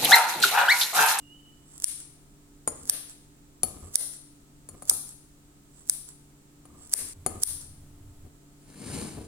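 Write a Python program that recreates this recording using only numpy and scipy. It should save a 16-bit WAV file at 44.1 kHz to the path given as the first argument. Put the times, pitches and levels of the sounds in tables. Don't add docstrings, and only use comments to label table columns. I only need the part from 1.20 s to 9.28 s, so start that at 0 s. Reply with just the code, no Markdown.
import sys
import numpy as np
from scipy import signal
from scipy.fft import rfft, irfft
from scipy.io import wavfile
from scipy.ndimage import uniform_filter1d, minimum_filter1d

SR = 44100
rng = np.random.default_rng(int(sys.argv[2]) if len(sys.argv) > 2 else 0)


def inscribe(sig):
    pcm = np.round(np.clip(np.atleast_2d(sig).T, -1, 1) * 32767)
    wavfile.write(sys.argv[1], SR, pcm.astype(np.int16))


N = 356138
TIME = np.arange(N) / SR


def from_db(db):
    return 10 ** (np.asarray(db) / 20)


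def rms_one(x):
    return x / np.sqrt(np.mean(x ** 2) + 1e-20)


def at_hz(points, hz, axis=1):
    points = np.array(points)
    return np.interp(np.log(np.maximum(hz, 1)), np.log(points[:, 0]), points[:, axis])


def colour(x, spectrum, keep_power=True, size=4096):
    hz = np.arange(size // 2 + 1) * SR / size
    cepstrum = irfft(np.log(from_db(at_hz(spectrum, hz))))
    cepstrum[1:size // 2] *= 2
    cepstrum[size // 2 + 1:] = 0
    response = irfft(np.exp(rfft(cepstrum)))
    if keep_power:
        response = response / np.linalg.norm(response)
    return signal.oaconvolve(x, response)[:len(x)]


def drift(rate):
    knots = rng.standard_normal(int(N / SR * rate) + 2)
    return np.interp(TIME * rate, np.arange(len(knots)), knots)


def swell(s, rise_s, fall_s):
    away = np.where(TIME < s, (s - TIME) / rise_s, (TIME - s) / fall_s)
    return 1 / np.cosh(np.minimum(away, 20))


def hold(start_s, end_s, edge_s):
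    return (np.tanh((TIME - start_s) / edge_s) - np.tanh((TIME - end_s) / edge_s)) / 2


def add(track, s, sound):
    i = int(round(s * SR))
    track[i:i + len(sound)] += sound[:N - i]


def contact(decay_s, size=512, count=3):
    envelope = np.exp(-np.arange(size) / (SR * decay_s))
    rattle = rng.standard_normal(size) * envelope
    for _ in range(count):
        spectrum = rfft(rattle)
        even = irfft(spectrum / np.abs(spectrum))
        rattle = even * envelope ** 0.076
    return rattle / np.linalg.norm(rattle)


def ring(force, modes):
    out = np.zeros(N)
    for k, (hz, db, t60) in enumerate(modes):
        r = from_db(-60 / (t60 * SR))
        w = 2 * np.pi * hz / SR
        tone = signal.lfilter([0, np.sin(w)], [1, -2 * r * np.cos(w), r * r], force + 1e-18)
        out += (-1) ** k * from_db(db) * tone
    return out


def friction(per_s, spread_db):
    slips = rng.random(N) < per_s / SR
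    sizes = from_db(spread_db * np.minimum(rng.exponential(1, N), 4))
    return rms_one(slips * rng.choice([-1, 1], N) * sizes)


# [f/Hz, level/dB]
STEREO_WIDTH = [(100, -9), (250, -13), (500, -2), (1000, 2)]


def diffuse(size):
    mid, side = rng.standard_normal((2, size))
    side = colour(side, STEREO_WIDTH, keep_power=False)
    return np.array([mid + side, mid - side]) / np.sqrt(2)


# [f/Hz, relative level/dB per Hz]
AMBIENCE = [(20, -3), (36, 5.5), (52, -2.5), (100, -5.5), (180, -8), (290, -4.5), (420, -16), (600, -20.5),
            (1300, -26), (2400, -32), (5000, -32.5), (7700, -24), (8900, -31.5), (11000, -51), (16000, -63)]
# [f/Hz, rms level/dB]
HUM = [(145.3, -63.5), (290.7, -64.5), (398.4, -73.5), (689.1, -84.5), (888.2, -84), (1281, -84),
       (1378, -94)]
# [f/Hz, relative level/dB per Hz]
RUMBLE = [(20, 2.5), (45, -8.5), (90, 3), (140, -8.5), (220, -20), (600, -29), (3000, -43)]
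RUMBLE_START_S, RUMBLE_END_S, RUMBLE_EDGE_S, RUMBLE_DB = 5.935, 7.08, 0.015, -52.5


def background(ambience_db=-57, hum_db=-1, waver_db=2):
    air = from_db(ambience_db) * np.array([colour(side, AMBIENCE) for side in diffuse(N)])
    hum = np.zeros(N)
    for hz, db in HUM:
        level = from_db(db + hum_db + waver_db * drift(7.7))
        phase = 2 * np.pi * hz * TIME + 0.51 * drift(6.5)
        hum += level * np.sqrt(2) * np.sin(phase)
    handling = from_db(RUMBLE_DB) * hold(RUMBLE_START_S, RUMBLE_END_S, RUMBLE_EDGE_S)
    return air + hum + handling * colour(rng.standard_normal(N), RUMBLE)


# [f/Hz, reverberation level/dB, 60 dB decay t/s]
KITCHEN = [(100, -3.5, 0.5), (493, 0, 0.54), (1232, -4.5, 0.53), (3020, -5.5, 0.73), (5900, -10.5, 0.65),
           (7900, -10.5, 0.58), (11400, -13, 0.5), (15100, -13.5, 0.37)]


def kitchen_response(build_s=0.013, echo_db=-26, echo_s=0.04, smear_s=0.0033, count=16):
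    t = TIME[:SR]
    noise, hz = rfft(diffuse(SR)), np.arange(SR // 2 + 1)
    centres = np.geomspace(80, 16000, count)
    tail = 0
    for centre, share in zip(centres, np.eye(count)):
        band = irfft(noise * np.interp(hz, centres, share), SR)
        decay = np.exp(-np.log(1000) * t / at_hz(KITCHEN, centre, axis=2))
        tail = tail + band * decay / np.linalg.norm(decay) * from_db(at_hz(KITCHEN, centre))
    echo = rng.standard_normal((2, SR)) * np.exp(-np.abs(t - echo_s) / smear_s)
    echo = from_db(echo_db) * echo / np.linalg.norm(echo[0])
    return tail * (1 - np.exp(-t / build_s)) + echo


WHISTLE_S, WHISTLE_RISE_S, WHISTLE_FALL_S, WHISTLE_DB = 0.125, 0.075, 0.1, -59
WHISTLE_LOW_HZ, WHISTLE_HIGH_HZ, WHISTLE_STEP_S = 2870, 2985, 0.025


def whistle(waver_hz=40, flutter_db=3.5):
    step = (1 + np.tanh((TIME - WHISTLE_S) / WHISTLE_STEP_S)) / 2
    hz = WHISTLE_LOW_HZ + (WHISTLE_HIGH_HZ - WHISTLE_LOW_HZ) * step + waver_hz * drift(245.6)
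    flutter = from_db(WHISTLE_DB + flutter_db * drift(127.6))
    level = flutter * swell(WHISTLE_S, WHISTLE_RISE_S, WHISTLE_FALL_S)
    return level * np.sqrt(2) * np.sin(2 * np.pi * np.cumsum(hz) / SR)


# [f/Hz, level/dB, 60 dB decay t/s]
GLASS = [(5100, -18.5, 0.063), (6825, -3.5, 0.073), (8940, 1.5, 0.047), (9800, -12.5, 0.091),
         (9850, -13.5, 0.057), (12600, -18.5, 0.077), (13720, -26, 0.062)]
# [f/Hz, relative level/dB per Hz]
SLIDE = [(30, -14), (90, 1), (150, 2), (270, 4), (420, -3.5), (600, -12.5), (1100, -16.5), (1600, -20),
         (2200, -17.5), (3500, -18), (6000, -13.5), (9000, -15), (12000, -28.5), (16000, -36.5)]
# [f/Hz, relative level/dB per Hz]
GRIT = [(800, -29), (1650, 6), (2500, -6), (3500, -10), (8000, -22)]
PULL_PEAK_S, PULL_RISE_S, PULL_FALL_S, PULL_DB = 7.745, 0.083, 0.11, -40


def bowl_slide(glass_db=-18, judder_db=2, grit_db=-18, grit_patchy_db=4):
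    speed = swell(PULL_PEAK_S, PULL_RISE_S, PULL_FALL_S)
    slips = friction(per_s=3000, spread_db=0.5) * from_db(judder_db * drift(60))
    grit = friction(per_s=900, spread_db=-0.5) * from_db(grit_db + grit_patchy_db * drift(35))
    singing = from_db(glass_db) * rms_one(ring(slips, GLASS))
    return from_db(PULL_DB) * speed * (colour(slips, SLIDE) + colour(grit, GRIT) + singing)


# [t/s, thud level/dB, table ring level/dB,
# glass level/dB, steel tick level/dB, skid end after the knock t/s, skid level/dB]
KNOCKS = [(1.4754, 0.5, -26.5, -23.5, -16.5, 0.28, -60.5), (2.433, -9.5, -23, -39.5, -1.5, 0.27, -53),
          (3.4888, -20.5, -46, -44, -25.5, .09, -53.5), (3.6222, -17, -36, -45.5, -26.5, 0.032, -66),
          (3.711, -5.5, -28.5, -26.5, -19.5, 0.031, -67), (5.454, -23.5, -46.5, -57.5, -39, .2, -61),
          (5.744, -12.5, -37.5, -35, -37.5, .13, -55.5), (6.063, -1, -21.5, -29, -8, .14, -51.5)]
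# [t/s, width t/s, level/dB]
BUMPS = [(7.061, 0.011, -52.5), (7.995, 0.027, -42.5)]
# [f/Hz, relative level/dB per Hz]
SCRAPE_BODY = [(40, -2.5), (85, 10), (140, -5.5), (230, 3), (400, -2), (750, -14.5), (1500, -25.5),
               (4000, -35.5)]
SCRAPE_RASP = [(300, -16), (900, -1.5), (1260, 6), (1600, -16.5), (2500, -23.5), (8000, -35)]
# [f/Hz, relative level/dB, 60 dB decay t/s]
HONK = [(730, -12.5, 0.04), (1265, 0, 0.044)]
SKID_DELAY_S, SKID_EDGE_S, SKID_RASP_DB = 0.013, 0.027, -10.5


def scrapes(honk_db=-12, judder_db=2.5):
    skids = np.zeros(N)
    for s, *_, length_s, db in KNOCKS:
        skids += from_db(db) * hold(s + SKID_DELAY_S, s + length_s, SKID_EDGE_S)
    skids = skids * from_db(judder_db * drift(70))
    bumps = sum(from_db(db) * swell(s, width_s, width_s) for s, width_s, db in BUMPS)
    slips = friction(per_s=900, spread_db=3.5)
    rumble = colour((skids + bumps) * slips, SCRAPE_BODY)
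    rasp = from_db(SKID_RASP_DB) * colour(skids * slips, SCRAPE_RASP)
    honk = from_db(honk_db) * skids * rms_one(ring(slips, HONK))
    return rumble + rasp + honk


# [f/Hz, relative level/dB per Hz]
THUD = [(40, -7), (90, -5), (200, -4.5), (330, 2.5), (700, -.5), (1150, -3.5), (1600, -9), (2300, -14.5),
        (3500, -17), (12000, -41.5)]
# [f/Hz, relative level/dB, 60 dB decay t/s]
TABLE = [(79, -15.5, 0.26), (177.3, -8, 0.059), (237.4, -10.5, 0.17), (391, -1.5, 0.04), (530, -7, 0.064),
         (746, -4, 0.05), (909, -4, 0.022), (1123, -2, 0.0083), (1269, -12, 0.073)]
BLADE = [(2330, -11, 0.02), (3060, -23, 0.089), (4420, -10.5, 0.12), (7380, -7.5, 0.028),
         (8980, -23.5, .07), (9840, 4.5, 0.069), (10200, -2.5, .1), (10580, -11.5, 0.087),
         (11350, -3, 0.068), (12700, -6, 0.14), (13900, -16.5, .05)]
# [f/Hz, relative level/dB per Hz]
SHEAR = [(60, -35), (400, -16), (1400, -19), (2300, -21), (4000, -12.5), (6300, -3.5), (7600, 2.5),
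         (9000, -1.5), (12000, -10.5), (16000, -15.5)]
BLADE_RING_DB = -29


def knocks(wood_db=-9.5, thud_s=0.0024, bounce_s=0.0035, bounce_db=-7, count=2):
    thud, push, glass, blade, tick = np.zeros((5, N))
    for s, thud_db, table_db, glass_db, tick_db, *_ in KNOCKS:
        add(push, s, from_db([table_db]))
        add(glass, s, from_db([glass_db]))
        add(blade, s, from_db([tick_db + BLADE_RING_DB]))
        for k in range(count):
            hit_s, softer_db = s + k * bounce_s, k * bounce_db
            add(thud, hit_s, from_db(thud_db + softer_db) * contact(thud_s))
            add(tick, hit_s, from_db(tick_db + softer_db) * contact(decay_s=0.00041))
    wood = from_db(wood_db) * (colour(thud, THUD) + ring(push, TABLE))
    return wood + ring(glass, GLASS) + ring(blade, BLADE) + colour(tick, SHEAR)


# [t/s, level/dB, rattle decay t/s,
# brightness level/dB, blade ping f/Hz, handle thock level/dB, closing rub level/dB,
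# last catch level/dB, reopening after the clack t/s]
SNIPS = [(0.6428, 9.5, 0.0005, -1.5, 9200, -14.5, -58, -19, 0.16),
         (1.697, 10.5, 0.00077, 0.5, 9530, -4, -56, -24, 0.2),
         (2.7563, 12.5, 0.00072, -0.5, 9500, -7, -58.5, -40.5, 0.18),
         (3.6963, 11.5, 0.0022, 1, 10460, -7.5, -66, -26.5, .195),
         (4.697, 6, 0.00059, 1, 8950, -18.5, -61.5, -42, .192),
         (5.7373, 12, 0.00021, 1.5, 8550, -4.5, -57.5, -27.5, 0.15),
         (6.2348, 12.5, 0.0004, 2, 11130, -20, -60, -41, .18)]
# [f/Hz, relative level/dB per Hz]
THOCK = [(100, -16.5), (550, 3.5), (1100, -1), (1750, 3.5), (2600, 0.5), (4000, -5), (8000, 0)]


def handles():
    force = np.zeros(N)
    for s, _, _, _, _, thock_db, *_ in SNIPS:
        add(force, s, from_db(thock_db) * contact(decay_s=0.0015))
    return colour(force, THOCK)


# [f/Hz, relative level/dB per Hz]
RUB = [(300, -25.5), (1300, -18), (2200, -26), (6000, -16), (7100, -11.5), (7700, 0.5), (8400, -4),
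       (10000, -21), (15000, -31.5)]
CLOSE_LEAD_S, CLOSE_RISE_S, CLOSE_FALL_S = 0.083, 0.047, 0.02
CATCH_GAP_S, CATCH_GROWTH_DB, CATCH_RATTLE_S = 0.0212, 3.5, 0.0014
SHEAR_DB = -50
UNSTICK_DB, OPEN_RUB_DB, OPEN_RISE_S, OPEN_FALL_S = -26.5, -54.5, 0.008, 0.0215


def blades(rush_s=0.0047, reach_s=0.029, count=3):
    shear, rub, catches = np.zeros((3, N))
    for s, db, *_, rub_db, catch_db, reopen_s in SNIPS:
        rub += from_db(rub_db) * swell(s - CLOSE_LEAD_S, CLOSE_RISE_S, CLOSE_FALL_S)
        for k in range(count):
            catch = from_db(catch_db - k * CATCH_GROWTH_DB) * contact(CATCH_RATTLE_S)
            add(catches, s - (k + 1) * CATCH_GAP_S, catch)
        ahead = np.abs(s - TIME)
        rush = 2 * rush_s / (ahead + rush_s) * np.exp(-ahead / reach_s)
        shear += from_db(db + SHEAR_DB) * (TIME < s) * rush
        add(catches, s + reopen_s, from_db(UNSTICK_DB) * contact(decay_s=0.001))
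        rub += from_db(OPEN_RUB_DB) * swell(s + reopen_s, OPEN_RISE_S, OPEN_FALL_S)
    cutting = colour(shear * friction(per_s=3900, spread_db=5.5) + catches, SHEAR)
    return cutting + colour(rub * friction(per_s=3000, spread_db=3.5), RUB)


# [f/Hz, relative level/dB per Hz]
CLACK = [(100, -47), (500, -32.5), (1100, -24), (1700, -18.5), (2600, -21.5), (4000, -8.5), (6200, 1.5),
         (7200, -6), (9000, 7), (10600, 2.5), (12000, -6.5), (15000, -0.5), (16500, -24)]
PING_DB, PING_DECAY_S = -19, 0.0007


def clacks(dull_hz=4500, bright_hz=13000, size=512):
    steel, ping = np.zeros((2, N))
    t = TIME[:size]
    for s, db, decay_s, bright_db, ping_hz, *_ in SNIPS:
        tilt = [(dull_hz, -bright_db), (bright_hz, bright_db)]
        add(steel, s, from_db(db) * colour(contact(decay_s), tilt, keep_power=False))
        tone = np.sin(2 * np.pi * ping_hz * t) * np.exp(-t / PING_DECAY_S)
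        add(ping, s, from_db(db + PING_DB) * tone)
    return colour(steel, CLACK) + ping


def place(x, right_db, lag_count, scatter_db=-10, scatter_s=0.0013):
    ports = np.roll(x, lag_count), x * from_db(right_db)
    placed = []
    for port in ports:
        scatter = signal.oaconvolve(port, contact(scatter_s))[:N]
        placed.append(port + from_db(scatter_db) * scatter)
    return np.array(placed)


SPLICE_S = 5.935


def scene(hand_shadow_db=-8):
    snips, steel, grips = clacks(), blades(), handles()
    bowl = knocks() + scrapes() + bowl_slide() + whistle()
    direct = place(snips, right_db=10, lag_count=7)
    direct = direct + place(steel + from_db(hand_shadow_db) * grips, right_db=6, lag_count=5)
    direct = direct + place(bowl, right_db=-1.5, lag_count=2, scatter_db=-4.0)
    sources = snips + steel + grips + bowl
    room = kitchen_response()
    early = TIME < SPLICE_S
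    wet = 0
    for part in (early, ~early):
        wet = wet + signal.fftconvolve([sources * part], room, axes=1)[:, :N] * part
    return direct + wet + background()


def limiter(x, ceiling_db=-1.44, release_db_per_s=260, size=17):
    over_db = np.maximum(20 * np.log10(np.abs(x) + 1e-9) - ceiling_db, 0)
    climb_db = release_db_per_s * TIME
    held_db = np.maximum.accumulate(over_db + climb_db, axis=1) - climb_db
    gain_db = uniform_filter1d(minimum_filter1d(-held_db, size), size)
    return x * from_db(gain_db)


# [f/Hz, level/dB]
LEFT_PORT = [(4000, 1.5), (6200, -2.5), (7200, -1), (8200, 1), (8750, 8), (9400, 10), (10400, 11.5),
             (12000, 9), (15000, 0)]
RIGHT_PORT = [(4000, 2), (6200, 0), (7600, 4), (8700, -1.5), (9400, -10.5), (10500, 7.5), (12000, -10),
              (15000, 1)]
CUTOFF_HZ = 16600


def record(dry, hiss_db=-66.5):
    ports = zip(dry, (LEFT_PORT, RIGHT_PORT))
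    heard = np.array([colour(side, port, keep_power=False) for side, port in ports])
    hiss = from_db(hiss_db) * rng.standard_normal((2, N))
    limited = limiter(heard + hiss)
    low_pass = signal.ellip(10, 0.2, 80, CUTOFF_HZ, fs=SR, output="sos")
    return signal.sosfilt(low_pass, limited)


dry = scene()
out = record(dry)
inscribe(out)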